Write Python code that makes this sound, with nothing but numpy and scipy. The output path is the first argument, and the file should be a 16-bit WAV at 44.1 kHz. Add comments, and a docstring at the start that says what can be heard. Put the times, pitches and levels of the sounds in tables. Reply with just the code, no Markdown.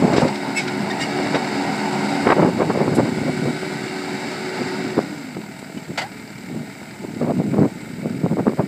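"""On a lawn, a three-cylinder diesel riding mower drops from working throttle to idle at about five seconds.
Firing tones, a fan tone, pump whine and shaped noise make the engine; wavering tones and a rush, the blades.
Decks squeak (unsteady overtone stacks) and rattle (bright noise bursts), and a lever clanks (resonant chatter).
Gusts buffet the microphone of a small camera: low rumble, higher flutter, crackle, slaps and small knocks."""
import sys
import numpy as np
from scipy import signal
from scipy.fft import rfft, irfft, next_fast_len
from scipy.io import wavfile
from scipy.ndimage import uniform_filter1d

SR = 44100
rng = np.random.default_rng(int(sys.argv[2]) if len(sys.argv) > 2 else 0)


def inscribe(sig):
    """Save sig as 16-bit PCM at rate SR to the path in sys.argv[1].

    A 1-D sig is mono; a 2-D sig holds one channel per row.
    Samples are clipped to [-1, 1] before scaling.
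    """
    pcm = np.round(np.clip(np.atleast_2d(sig).T, -1, 1) * 32767)
    wavfile.write(sys.argv[1], SR, pcm.astype(np.int16))


def ratio_of_db(decibels):
    """Turn decibels (scalar or array-like) into linear amplitude factors; 0 dB maps to 1."""
    return 10 ** (np.asarray(decibels, float) / 20)


N = 382347

# resonances of panels and hood: (centre [Hz], width [Hz], lift or dip [dB])
PANELS = [(545, 560, 3.5), (1140, 92, 0), (790, 47, -0.5), (1423, 540, 14.5), (2135, 300, 10),
          (2272, 122, 2.5), (2414, 120, -8), (3320, 510, -5.5), (3766, 330, 4), (4900, 570, 4.5),
          (7380, 300, 9.5), (8000, 420, 9), (10800, 370, 1), (14300, 4300, -16)]


def rms_one(x):
    """Scale to rms 1."""
    return x / np.sqrt(np.mean(x ** 2) + 1e-20)


def in_time(rows):
    """Columns of a table, interpolated to one value a sample."""
    s, *columns = np.transpose(rows)
    return [np.interp(np.arange(N) / SR, s, column) for column in columns]


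def bell_db(hz, centre_hz, width_hz, lift_db):
    """Lift of one bell-shaped resonance, lift_db at its centre and half of that at its edges."""
    return lift_db / (1 + (2 * (hz - centre_hz) / width_hz) ** 2)


def coloured(x, spectrum, lifts=()):
    """Shape by a spectrum and bell-shaped resonances; rms 1."""
    size = next_fast_len(N)
    hz = np.fft.rfftfreq(size, 1 / SR) + 1
    points = np.array(spectrum)
    gain_db = np.interp(np.log(hz), np.log(points[:, 0]), points[:, 1], left=-60, right=-70)
    for lift in lifts:
        gain_db = gain_db + bell_db(hz, *lift)
    return rms_one(irfft(rfft(x, size) * ratio_of_db(gain_db), size)[:N])


def drift(corner_hz):
    """Slow chance of spread 1: noise through two equal low-pass poles, drawn every 40 samples."""
    r = np.exp(-80 * np.pi * corner_hz / SR)
    noise = rng.standard_normal(N // 40 + 2002)
    slow = signal.lfilter([1], [1, -2 * r, r * r], noise)[2000:]  # drops the filter's start
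    return np.interp(np.arange(N) / 40, np.arange(len(slow)), rms_one(slow))


def resonance(x, hz, width_hz):
    """Two-pole band-pass with gain near 1 on top."""
    r = np.exp(-np.pi * width_hz / SR)
    zeros = np.array([1, 0, -1]) * (1 - r * r) / 2
    poles = [1, -2 * r * np.cos(2 * np.pi * hz / SR), r * r]
    return signal.lfilter(zeros, poles, x + 1e-18)


def add(out, s, piece):
    """Mix a short sound in at a time."""
    i = max(round(s * SR), 0)
    out[i:i + len(piece)] += piece[:N - i]


def engine(per_s, fan_db, roar_db, hiss_db):
    """Low orders as tones, a five-fold fan tone, a roar that knocks at each firing, and a grainy hiss."""
    # low tones: (multiple of firing rate, level [dB])
    firing_orders = [(2, -56), (3, -52), (4, -54), (8, -54)]
    # knock strength of each cylinder in turn: level [dB]
    cylinder_db = [0, -3, -5]
    # spectrum of exhaust and cooling roar: (frequency [Hz], density [dB])
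    roar_spectrum = [(35, -68), (60, -50), (141, -14.5), (333, -3.5), (374, -10), (540, -15.5), (731, -12),
                     (1130, -24.5), (2220, -18), (2500, -20), (4880, -21), (6150, -31), (15200, -50.5)]
    # spectrum of belts and fan air: (frequency [Hz], density [dB])
    hiss_spectrum = [(240, -51), (400, -16.5), (882, -7), (1040, -19.5), (2100, -6.5), (2410, -2.5),
                     (6280, -15.5), (8260, -11.5), (11700, -21.5), (15200, -18)]
    firings = np.cumsum(per_s * (1 + .0012 * drift(6))) / SR  # running count
    tones = sum(ratio_of_db(db + 3 * drift(6)) * np.sin(2 * np.pi * k * firings) for k, db in firing_orders)
    fan_level_db = fan_db + 1.5 * drift(6) + 2 * drift(30)
    fan = ratio_of_db(fan_level_db) * np.sin(10 * np.pi * firings + .3 * drift(15))

    number = firings.astype(int)
    strength_db = np.array(cylinder_db)[number % 3] + 1.5 * rng.standard_normal(N)[number]
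    knock = ratio_of_db(strength_db) * np.exp(-5 * (firings % 1))
    steady = (per_s / 62) ** 3.5  # air rush grows with speed and buries the knocks
    pulsing = (steady + knock) / (steady + .2)

    # valve gear and loose fasteners tick at random, 8 per firing on average, 11 dB over the roar's grain
    ticks = ratio_of_db(11) * (rng.random(N) < 8 * per_s / SR)
    roar_grain = (ratio_of_db(0.69 * drift(19)) + ticks) * rng.standard_normal(N)
    roar = coloured(pulsing * roar_grain, roar_spectrum, PANELS)
    hiss = coloured(ratio_of_db(0.99 * drift(73)) * rng.standard_normal(N), hiss_spectrum, PANELS)
    roar = ragged_bands(roar, depth_db=2.8, width_hz=110)
    hiss = ragged_bands(hiss, depth_db=2.5, width_hz=54)
    return tones + fan + pump(firings, per_s) + ratio_of_db(hiss_db) * hiss + ratio_of_db(roar_db) * roar


def pump(firings, per_s):
    """Hydraulic pump and gears whine on thin lines locked to engine speed, sinking between idle and full."""
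    # pump whine: (multiple of stroke rate, level at full speed [dB], level at idle [dB])
    pump_orders = [(1, -50, -60), (2, -46, -55), (3, -54, -51), (4, -60, -54), (4.5, -50, -64),
                   (6.5, -57, -59), (7, -55, -70), (8, -57, -70), (8.5, -66, -57), (9, -51, -70),
                   (10, -54, -70), (11, -58, -72)]
    # gear whine: (multiple of firing rate, level at full speed [dB])
    gear_whines = [(10, -46), (20.52, -49), (30.42, -46.5), (35.73, -55)]
    strokes_per_firing = 5.72
    fast = (per_s - per_s.min()) / np.ptp(per_s)  # 0 at the slowest, 1 at the fastest
    slack_db = -30 * fast * (1 - fast)
    lines = [(k * strokes_per_firing, idle_db + fast * (full_db - idle_db))
             for k, full_db, idle_db in pump_orders]
    lines += [(k, full_db - 30 * (1 - fast)) for k, full_db in gear_whines]
    return sum(ratio_of_db(db + slack_db + 3 * drift(5)) * np.sin(2 * np.pi * k * firings) for k, db in lines)


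def ragged_bands(x, depth_db, width_hz):
    """Random narrow ripple makes noise streaky, slightly tonal, shifting slowly between two patterns; rms 1."""
    size = next_fast_len(N)
    noise = rng.standard_normal((2, size // 2 + 1))
    ripple = uniform_filter1d(noise, max(round(width_hz * size / SR), 1))
    first, second = irfft(rfft(x, size) * ratio_of_db(depth_db * rms_one(ripple)), size)[:, :N]
    share = .5 + .5 * np.tanh(1.5 * drift(2))
    return rms_one(share * first + (1 - share) * second)


def blades(drone_db):
    """Several blades at nearly equal speed give wavering tones over a hollow rush under the decks."""
    # blade tones: (frequency [Hz], level [dB], wander [Hz])
    blade_tones = [(144.4, -15.5, 2.12), (208.8, -4.5, 3), (245, -13, 4.06), (283.3, -3, 3.49),
                   (433, -15.5, 2.18), (764, -14, 8.19)]
    # spectrum of the rush of air: (frequency [Hz], density [dB])
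    air_spectrum = [(450, -15), (700, 1), (900, 4), (1100, -11.5), (1500, -31), (3000, -17)]
    hum = sum(ratio_of_db(db) * wavering(hz, wander_hz) for hz, db, wander_hz in blade_tones)
    swell_db = 2 * drift(12)
    rush = coloured(ratio_of_db(swell_db) * rng.standard_normal(N), air_spectrum)
    return ratio_of_db(drone_db) * (hum + ratio_of_db(-3.5) * rush)


def wavering(hz, wander_hz):
    """A tone that wanders in pitch and swells as near-equal blades beat; rms 1."""
    turns = np.cumsum(hz + wander_hz * drift(3)) / SR
    swell_db = 3.5 * drift(4) + 2 * drift(20)
    return rms_one(ratio_of_db(swell_db) * np.sin(2 * np.pi * turns))


def squeaks():
    """Stick-slip tones of dry joints: an overtone stack with unsteady pitch, swelling and fading."""
    # squeaks: (time of middle [s], half-length [s], start pitch [Hz], glide over the squeak [Hz],
    # level before panel lift [dB], fall per overtone [dB])
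    squeak_rows = [(.585, .06, 2190, 0, -17, 25), (.578, .045, 2660, -80, -22, 6),
                   (.595, .02, 3800, 0, -30, 30), (.68, .02, 2200, 0, -27, 20),
                   (.915, .022, 1860, 0, -22, 9), (.91, .012, 3700, 0, -26, 25),
                   (.905, .01, 4900, 0, -32, 30), (1.015, .06, 1860, 0, -26, 8),
                   (1.025, .045, 2150, 0, -26, 20), (1.025, .03, 5550, 0, -35, 30),
                   (1.02, .04, 3750, 0, -30, 30), (1.01, .03, 2800, 0, -30, 20),
                   (1.035, .035, 2650, 450, -26, 14), (1.03, .045, 4750, 0, -28, 30),
                   (1.03, .045, 7500, 0, -40, 30), (5.78, .02, 3000, 0, -39, 25),
                   (6.04, .09, 540, 460, -28, 10)]
    blur_hz = 11  # line width of a squeak at 2 kHz; higher and lower ones are wider
    out = np.zeros(N)
    for s, length, hz, glide_hz, level_db, fall_db in squeak_rows:
        t = np.arange(round(2 * length * SR)) / SR
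        glide = np.cumsum(hz + glide_hz * t / (2 * length)) / SR
        wander = np.sqrt(2 * np.pi * blur_hz / SR) * (1 + abs(hz - 2000) / 3000)
        phase = 2 * np.pi * glide + wander * np.cumsum(rng.standard_normal(SR)[:len(t)])
        stack = sum(ratio_of_db(-fall_db * k + panel_lift_db((k + 1) * hz)) * np.sin((k + 1) * phase)
                    for k in range(5))
        swell = np.exp(-8 * (t / length - 1) ** 2)
        add(out, s - length, ratio_of_db(level_db) * stack * swell)
    return out


def panel_lift_db(hz):
    """How much the panel resonances centred above 6 kHz lift a tone."""
    return sum(bell_db(hz, *panel) for panel in PANELS if panel[0] > 6000)


def rattles():
    """Loose parts rattle: bursts of bright grit that swell and die, coloured by the panels."""
    # rattles: (start [s], strength before swell and filters [dB], rise [s], 60 dB decay [s], top edge [Hz])
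    rattle_rows = [(.128, -27, 0.0024, 0.13, 5960), (0.157, -17.5, 0.0095, 0.17, 5560),
                   (.2, -26, 0.0074, 0.12, 7900), (0.276, -25, 0.0022, 0.056, 5550),
                   (0.353, -23.5, 0.0022, 0.048, 5630), (0.56, -11, 0.029, 0.16, 6500),
                   (.674, -19.5, 0.0034, 0.06, 5370), (0.993, -19, 0.017, 0.14, 8100),
                   (1.343, -18.5, 0.004, 0.094, 5070), (2.291, -12, 0.018, 0.088, 4400),
                   (2.946, -18.5, 0.01, 0.057, 12000), (5.586, -35, 0.0043, 0.052, 11500)]
    band_octaves = 1.94
    grit = np.zeros(N)
    t = np.arange(round(.25 * SR)) / SR
    for s, strength_db, rise, t60, high_hz in rattle_rows:
        swell = (1 - np.exp(-t / rise)) ** 2
        burst = rng.standard_normal(len(t)) * swell * ratio_of_db(strength_db - 60 * t / t60)
        edges_hz = [high_hz / 2 ** band_octaves, high_hz]
        band = signal.butter(3, edges_hz, "band", fs=SR, output="sos")
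        add(grit, s, signal.sosfilt(band, burst))
    ringing = sum(ratio_of_db(lift_db) * resonance(grit, hz, width_hz)
                  for hz, width_hz, lift_db in PANELS if lift_db > 0)
    return grit + ringing


def lever():
    """Each knock of the lever on its stop shakes the linkage: dying chatter through broad resonances."""
    # knocks: (start [s], strength before rise and resonances [dB], 60 dB decay [s])
    clanks = [(5.974, -11.5, 0.13), (6.013, -16, 0.08)]
    # resonances of the linkage: (centre [Hz], width [Hz], relative level [dB])
    linkage = [(607, 160, 0), (910, 88, 1), (1360, 130, 0), (2040, 120, 4.5), (2870, 440, -6.5),
               (4580, 650, -8), (7670, 770, -17), (12000, 3300, -36)]
    chatter = np.zeros(N)
    t = np.arange(round(.25 * SR)) / SR
    for s, strength_db, t60 in clanks:
        rise = 1 - np.exp(-t / 0.0046)
        add(chatter, s, rng.standard_normal(len(t)) * rise * ratio_of_db(strength_db - 60 * t / t60))
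    # neighbouring resonances have opposite sign
    return sum(ratio_of_db(db + 10.5) * resonance(chatter, hz, width_hz) * (-1) ** k
               for k, (hz, width_hz, db) in enumerate(linkage))


def wind():
    """Lumpy turbulence in a low rumble and a higher flutter, with slaps and knocks of a few cycles."""
    # spectra of rumble, flutter and crackle: (frequency [Hz], density [dB])
    low_spectrum = [(30, -49), (60, -37), (100, -6), (150, 6), (250, 6.5), (400, -5), (800, -42)]
    high_spectrum = [(150, -52), (350, 21.5), (700, 14.5), (1200, -10), (2000, -24), (4000, -55)]
    tearing_spectrum = [(400, -36), (900, 10), (1500, 0.5), (2500, -12), (4000, -33)]
    # single slaps and small knocks at set times, from hard to faint:
    # (start [s], peak before the treble cut [dB], centre [Hz])
    timed_slaps = [(0.023, -6, 300), (0.042, -20, 250), (0.067, -8, 250), (.1, -12, 400), (0.181, 4.5, 300),
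                   (.187, -23, 700), (0.223, -6, 500), (0.235, -9, 450), (1.199, -10, 600),
                   (1.261, -13, 250), (1.345, -10.5, 400), (1.36, -16, 600), (1.649, -16, 603),
                   (2.269, -8, 400), (2.312, -19, 900), (2.326, -6, 1000), (2.382, -7, 514),
                   (2.405, -8, 300), (2.412, -12, 350), (2.447, -1, 276), (2.6, -14, 450), (2.618, -8, 600),
                   (2.699, -10, 400), (2.706, -16, 1000), (2.714, -13, 1100), (2.738, -16, 450),
                   (2.813, -4.5, 506), (2.878, -11, 500), (2.984, -10, 300), (3.002, -5.5, 420),
                   (3.184, -14, 260), (3.222, -22, 260), (3.289, -22, 330), (3.631, -16, 417),
                   (4.618, -13, 280), (4.989, -1.5, 466), (5.367, -19, 350), (5.626, -20.5, 278),
                   (5.46, -29, 330), (5.699, -26, 280), (5.77, -23, 230), (5.912, -26, 300),
                   (6.815, -24, 219), (7.213, -12, 406), (7.264, -21, 400), (7.318, -10, 450),
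                   (7.536, -20, 500), (7.581, -5.5, 300), (8.057, -13, 500), (8.261, -6, 395),
                   (8.311, -32, 300), (8.369, -11, 450), (8.467, -2, 450), (8.478, -9, 600),
                   (8.521, -17, 500), (8.533, -14, 300), (8.594, -4.5, 450), (8.602, -11, 700)]
    rumble_db, flutter_db = wind_force()
    lumps_db = 4.5 * np.tanh(drift(45))
    flicker = ratio_of_db(lumps_db + 5 * np.tanh(drift(120)))
    out = rms_one(ratio_of_db(lumps_db) * coloured(rng.standard_normal(N), low_spectrum)) * ratio_of_db(rumble_db)
    out += rms_one(flicker * coloured(rng.standard_normal(N), high_spectrum)) * ratio_of_db(flutter_db)
    # hard, fast gusts tear at the grille and crackle
    tearing_db = 2.22 * flutter_db - 1.29 * rumble_db - 9.0
    out += rms_one(flicker * coloured(rng.standard_normal(N), tearing_spectrum)) * ratio_of_db(tearing_db)
    for s, peak_db, hz in timed_slaps + random_slaps((rumble_db + flutter_db) / 2):
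        add(out, s, ratio_of_db(peak_db) * slap(hz))
    return signal.sosfilt(signal.butter(4, 4300, fs=SR, output="sos"), out)  # eddies carry no treble


def slap(hz):
    """A short drop of pressure and a puff of noise set a broad eddy swinging; peak 1."""
    t = np.arange(round(.06 * SR)) / SR
    suck = -np.exp(-.5 * ((t - .0015) / .00025) ** 2)
    puff = rng.standard_normal(len(t)) * (1 - np.exp(-t / 0.0016)) * np.exp(-t / 0.0009)
    push = suck + 0.12 * puff
    eddy = resonance(push, hz, .9 * hz)
    eddy += .4 * resonance(push, 2.5 * hz, 2.5 * hz)
    eddy += .1 * resonance(suck, 2500, 2500) + .15 * suck
    return eddy / np.abs(eddy).max()


def wind_force():
    """Rumble and flutter in dB: the breeze, overtaken by buffets that rise, hold and fall."""
    # rumble of the wind between buffets: (time [s], level [dB])
    breeze = [(0, -19), (.27, -22), (.36, -38), (.75, -28.5), (1.3, -28.5), (1.45, -32), (2.25, -28),
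              (2.6, -20.5), (3.3, -25), (3.7, -31.5), (4.4, -33), (4.95, -30), (5.05, -34.5), (5.35, -41),
              (5.58, -39), (6.75, -39.5), (7.15, -31.5), (7.6, -20), (7.72, -35.5), (8.0, -30), (8.2, -26),
              (8.67, -29)]
    # buffets at the microphone: (start of full force [s], hold [s], rumble level [dB], flutter level [dB])
    buffets = [(0.022, 0.047, -13.5, -18), (0.074, 0.14, -18.5, -19), (0.217, 0.046, -15.5, -16),
               (0.46, 0.046, -24, -33.5), (1.33, 0.056, -24.5, -22.5), (2.252, 0.05, -22.5, -17.5),
               (2.287, 0.05, -24.5, -16.5), (2.353, 0.14, -17, -18), (2.483, 0.019, -12, -18),
               (2.596, 0.042, -18.5, -17), (2.695, 0.023, -26, -18.5), (2.745, 0.11, -20.5, -22),
               (2.855, 0.044, -17, -20), (2.921, 0.022, -20, -21), (2.968, 0.058, -19, -20.5),
               (3.045, 0.053, -20.5, -23), (3.197, 0.055, -18.5, -31), (3.268, 0.037, -20, -25),
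               (3.42, 0.097, -19, -26.5), (4.612, 0.013, -17.5, -27), (4.842, 0.025, -22, -36),
               (4.974, 0.024, -17.5, -20.5), (5.356, 0.059, -25.5, -43), (5.75, 0.034, -27, -52),
               (5.882, 0.046, -25, -39), (6.43, 0.026, -32, -59), (6.494, 0.14, -25, -37),
               (7.037, 0.019, -24, -33.5), (7.216, 0.029, -18, -21), (7.265, 0.047, -16, -22),
               (7.36, 0.045, -18.5, -36), (7.396, 0.015, -14, -20.5), (7.474, .02, -21, -44),
               (7.541, 0.13, -15, -20), (7.817, 0.026, -22.5, -43), (8.038, 0.049, -16.5, -29),
               (8.101, 0.037, -21, -34), (8.227, 0.062, -17.5, -28.5), (8.301, 0.035, -17.5, -29.5),
               (8.38, 0.031, -17.5, -22.5), (8.468, 0.022, -16.5, -18), (8.589, 0.023, -15.5, -17.5)]
    rumble_rise, rumble_fall, flutter_rise, flutter_fall = 444, 338, 753, 552  # dB per s
    rumble_db, = in_time(breeze)
    flutter_db = rumble_db - 18
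    t = np.arange(N) / SR
    for s, hold, low_db, high_db in buffets:
        early, late = np.maximum(s - t, 0), np.maximum(t - s - hold, 0)
        arch_db = 7 * np.minimum((2 * (t - s) / hold - 1) ** 2, 1)  # ends of the hold lie 7 dB down
        rumble_db = np.maximum(rumble_db, low_db - arch_db - rumble_rise * early - rumble_fall * late)
        flutter_db = np.maximum(flutter_db, high_db - arch_db - flutter_rise * early - flutter_fall * late)
    return rumble_db, flutter_db


def random_slaps(force_db):
    """Further slaps at random, as hard as the wind of the moment: (start [s], peak [dB], centre [Hz])."""
    per_s, over_wind_db, low_hz, high_hz = 30, 6, 194, 610
    wait, size, pitch = rng.random((400, 3)).T
    s = np.cumsum(-np.log(1 - wait)) / per_s
    peak_db = over_wind_db + 8 * (size - .5)
    rows = np.c_[s, peak_db, low_hz * (high_hz / low_hz) ** pitch][s < N / SR]
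    return [(s, db + force_db[int(s * SR)], hz) for s, db, hz in rows]


def scene():
    """Machine and wind meet at one microphone."""
    # the machine: (time [s], roar level [dB], hiss level [dB], blade drone gain [dB])
    machine_levels = [(0.0, -31, -37, -25.5), (0.51, -32.5, -40, -30.5), (1.28, -28, -38.5, -25),
                      (2.2, -28.5, -35.5, -24.5), (2.46, -34, -41, -28.5), (3.26, -34, -37.5, -40),
                      (4.75, -29.5, -40, -33), (5.38, -41.5, -44, -48), (7.56, -46.5, -43.5, -45.5),
                      (8.67, -45.5, -45, -67)]
    # throttle: (time [s], firing rate [per s], fan tone level [dB])
    throttle = [(0, 73.4, -33), (.75, 73.1, -32), (2.2, 73.9, -30), (3.2, 74.7, -31), (4.2, 74.7, -31),
                (4.92, 74.4, -29), (5.07, 63, -37), (5.17, 58, -30), (5.32, 49.5, -29.5), (5.4, 43.5, -35),
                (5.52, 38.3, -46), (5.8, 37.9, -46), (8.67, 37.9, -45)]
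    roar_db, hiss_db, drone_db = in_time(machine_levels)
    machine = engine(*in_time(throttle), roar_db, hiss_db) + blades(drone_db)
    return (machine + squeaks() + rattles() + lever() + wind())[None]


def roll_off(x):
    """The treble ends steeply here."""
    return signal.sosfilt(signal.butter(12, 15320, fs=SR, output="sos"), x)


def record(dry):
    """Camera microphone: faint electronic hiss, a steep bass cut against wind, peaks flattened at a ceiling."""
    # spectrum of the electronic hiss: (frequency [Hz], density [dB])
    camera_spectrum = [(5000, -36), (9000, -7), (11600, -12), (13000, 2), (15300, -3)]
    ceiling = .71
    noisy = dry + ratio_of_db(-60.5) * coloured(rng.standard_normal(N), camera_spectrum)
    thin = signal.sosfilt(signal.butter(3, 74, "high", fs=SR, output="sos"), noisy)
    flattened = thin / (1 + np.abs(thin / ceiling) ** 8) ** (1 / 8)
    return roll_off(flattened)


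dry = scene()
out = record(dry)
inscribe(out)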